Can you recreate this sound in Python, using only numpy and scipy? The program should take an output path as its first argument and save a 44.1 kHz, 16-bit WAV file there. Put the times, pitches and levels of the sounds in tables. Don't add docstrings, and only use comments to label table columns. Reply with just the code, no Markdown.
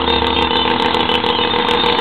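import sys
import numpy as np
from scipy import signal
from scipy.io import wavfile

SR = 44100
rng = np.random.default_rng(int(sys.argv[2]) if len(sys.argv) > 2 else 0)


def digitize_waveform(pressure):
    field = np.atleast_2d(pressure).T
    bounded = np.clip(field, -1, 1)
    quanta = np.round(bounded * 32767).astype(np.int16)
    wavfile.write(sys.argv[1], SR, quanta)


def ratio_of_db(decibels):
    return 10 ** (np.asarray(decibels, float) / 20)


N = 88596

# f/Hz, level/dB per Hz
RUMBLE_SPECTRUM = [(22, -8), (45, -4.5), (80, 10.5), (105, 7.5), (150, -18)]
# t/s, f/Hz, level/dB
DRONE = [
    (0, 77, -28),
    (.1, 75.5, -28),
    (.48, 75.5, -29),
    (.58, 76, -45),
    (1.0, 82, -50),
    (1.06, 83, -36),
    (1.13, 84, -48),
    (2.01, 84, -50),
]
# f/Hz, level/dB per Hz
HISS_SPECTRUM = [(190, -11.5), (320, -6.5), (600, -16.5), (900, -6), (1500, -15), (2400, -18.5),
                 (3100, -12), (4600, -17.5)]
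# t/s, level/dB
EFFORT = [
    (0, -1.5),
    (.5, -2.5),
    (.9, 0.5),
    (1.3, -2.5),
    (1.7, 0.5),
    (2.01, 2.5),
]
PART_HZ = [2555, 2710, 3015, 3635, 4000, 4360, 3200, 3360, 3545]
# start t/s, length t/s, level/dB
SQUEAL_FITS = [
    [(.36, 0.069, -28.5), (1.4, 0.12, -30)],
    [(.1, 0.1, -28.5), (.36, 0.12, -26.5)],
    [(.5, 0.14, -18), (.66, 0.1, -31.5), (.8, 0.076, -27), (.994, 0.037, -22.5), (1.09, 0.085, -20.5),
     (1.283, 0.21, -24.5), (1.38, 0.056, -32), (1.83, 0.21, -26)],
    [(.07, 0.12, -16.5), (.263, .21, -21), (.8, 0.21, -31), (1.39, 0.072, -20), (1.5, 0.064, -17.5),
     (1.6, 0.22, -23), (1.79, 0.051, -17.5), (1.87, 0.077, -21.5), (1.956, 0.042, -20)],
    [(.08, .1, -27.5), (.525, 0.1, -24), (1.355, 0.04, -24), (1.855, 0.054, -37)],
    [(.07, .07, -26.5), (.29, 0.15, -23), (1.39, 0.24, -33.5), (1.79, 0.2, -21.5)],
    [(.36, 0.051, -20.5), (1.31, .07, -22), (1.6, 0.088, -28)],
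    [(.03, 0.049, -24), (1.0, 0.28, -28), (1.3, 0.048, -32)],
    [(.17, 0.038, -22), (.3, 0.36, -27), (.54, 0.15, -26.5), (1.45, 0.054, -43.5), (1.9, 0.075, -30)],
]
# slot number, level on silencer and higher pipe tones/dB, level on low pipe tones/dB, crack
# level/dB
FIRINGS = [
    (0, 0, 0, 0),
    (2, -.5, -.5, 0),
    (4, -1, -3, -1),
    (5, -1, -1.5, -1),
    (7, -2.5, -3, -2.5),
    (9, -3, -7, -5),
]
# f/Hz, level/dB, t60/s
SILENCER = [(251, -6, 0.15), (335.2, -4, 0.089)]
# f/Hz, level/dB, t60/s
PIPE_LOW = [(214, -26.5, 0.13), (473.6, -11, 0.098)]
# f/Hz, level/dB, t60/s
PIPE_HIGH = [(828, -26.5, 0.12), (875, -17, 0.086), (916, -11.5, 0.066), (1027.6, -19.5, .1),
             (1147, -27, .08), (1563, -22.5, 0.055), (2010, -24, 0.091), (2920, -30, 0.086),
             (3664, -31, .04)]
# f/Hz, level/dB, t60/s
PIPE_TIP = [(1000, -14.5, 0.004)]
# f/Hz, level/dB per Hz
CRACK_SPECTRUM = [(1100, -18), (1500, -11), (2000, -7), (2450, -11), (3000, 0), (3700, 0), (4200, -5),
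                  (4600, -4)]

SLOTS = 12
CYCLES = 17
FIRST_S, CYCLE_S, SLOWING_S = .0768, .142403, .000345
JITTER_S, UNEVEN_DB = .00008, 1.17


def rms_one(x):
    return x / np.sqrt(np.mean(x ** 2) + 1e-20)


def in_time(rows):
    s, *columns = np.transpose(rows)
    return [np.interp(np.arange(N) / SR, s, column) for column in columns]


def drift(rate_hz):
    r = np.exp(-2 * np.pi * rate_hz / SR)
    noise = rng.standard_normal(N + SR)
    return rms_one(signal.lfilter([1], [1, -2 * r, r * r], noise)[SR:])


def coloured(spectrum, patchy_db, rate_hz):
    hz, db = np.transpose(spectrum)
    edges = 20 * 2 ** np.arange(0, 8.1, 1 / 3)
    white = rng.standard_normal((2, N))
    out = 0
    for k, (low, high) in enumerate(zip(edges, edges[1:])):
        if high > hz[0] and low < hz[-1]:
            band_pass = signal.butter(2, [low, high], "band", fs=SR, output="sos")
            band = signal.sosfilt(band_pass, white[k % 2])
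            band_db = np.interp(np.log(low * high) / 2, np.log(hz), db)
            out = out + band * ratio_of_db(band_db + patchy_db * drift(rate_hz))
    return rms_one(out)


def ring(clicks, modes):
    out = 0
    for hz, db, t60_s in modes:
        r = ratio_of_db(-60 / (t60_s * SR))
        w = 2 * np.pi * hz / SR
        tone = signal.lfilter([0, np.sin(w)], [1, -2 * r * np.cos(w), r * r], clicks)
        out = out + ratio_of_db(db) * tone
    return out


def street():
    hz, db = in_time(DRONE)
    rumble = ratio_of_db(-35.5) * coloured(RUMBLE_SPECTRUM, patchy_db=2.0, rate_hz=3.0)
    drone = np.sqrt(2) * ratio_of_db(db) * np.sin(2 * np.pi * np.cumsum(hz) / SR)
    return rumble + drone


def engine_hiss(effort_db):
    return ratio_of_db(-21.5 + effort_db) * coloured(HISS_SPECTRUM, patchy_db=2.5, rate_hz=15.0)


def metal_squeals():
    edge_s, rough_db, wander_hz = .02, 3, 13
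    t = np.arange(N) / SR
    out = 0
    for hz, fits in zip(PART_HZ, SQUEAL_FITS):
        gate = 0
        for start, length, db in fits:
            inside = np.minimum(t - start, start + length - t)
            gate = gate + ratio_of_db(db) * np.clip(inside / edge_s + .5, 0, 1)
        phase = 2 * np.pi * np.cumsum(hz + wander_hz * drift(8.38)) / SR
        out = out + gate * ratio_of_db(rough_db * drift(38.0)) * np.sin(phase)
    return out


def firing_clicks(slot_db, chance):
    turn = np.arange(-2 * SLOTS, (CYCLES - 2) * SLOTS) / SLOTS
    s = FIRST_S + CYCLE_S * turn + SLOWING_S * turn ** 2 + JITTER_S * chance[:, 0]
    clicks = np.full(N + 2 * SR, 1e-18)
    clicks[((s + 1) * SR).astype(int)] = ratio_of_db(np.tile(slot_db, CYCLES) + UNEVEN_DB * chance[:, 1])
    return clicks


def pipe_tones(beat, fire, fire_low):
    tones = ratio_of_db(-18.5) * ring(beat, SILENCER)
    tones = tones + ring(fire, PIPE_HIGH) - ring(fire, PIPE_TIP) + ring(fire_low, PIPE_LOW)
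    low_cut = signal.butter(2, 180, "high", fs=SR, output="sos")
    return signal.sosfilt(low_cut, tones)[SR:SR + N]


def tip_cracks(fire_crack, effort_db):
    burst = 0
    for db, t60_s in [(0, .013), (-15, .1)]:
        burst = burst + ratio_of_db(db) * signal.lfilter([1], [1, -ratio_of_db(-60 / (t60_s * SR))], fire_crack)
    burst = signal.lfilter([.05], [1, -.95], burst)[SR:SR + N]
    return ratio_of_db(-7.5 + effort_db) * burst * coloured(CRACK_SPECTRUM, patchy_db=3.0, rate_hz=45.0)


def exhaust(effort_db):
    chance = rng.standard_normal((CYCLES * SLOTS, 2))
    slot, level, low, crack = np.transpose(FIRINGS)
    db = np.full((4, SLOTS), -200.)
    db[0] = -10
    db[:, slot.astype(int)] = [level, level, low, crack]
    beat, fire, fire_low, fire_crack = (firing_clicks(row, chance) for row in db)
    return pipe_tones(beat, fire, fire_low) + tip_cracks(fire_crack, effort_db)


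def scene():
    effort_db, = in_time(EFFORT)
    return (street() + engine_hiss(effort_db) + metal_squeals() + exhaust(effort_db))[None]


def low_pass(x):
    return signal.sosfilt(signal.butter(12, 15900, fs=SR, output="sos"), x)


def record(dry):
    overload, offset, ceiling = .7, -.0138, .715
    drive = dry / overload
    x = overload * np.tanh(drive ** 3 / 3 + drive)
    x = signal.sosfilt(signal.butter(8, 3850, fs=SR, output="sos"), x)
    x = signal.sosfilt(signal.cheby2(12, 60, 4950, fs=SR, output="sos"), x)
    mix = np.clip(x + offset, -ceiling, ceiling)
    return low_pass(mix)


dry = scene()
out = record(dry)
digitize_waveform(out)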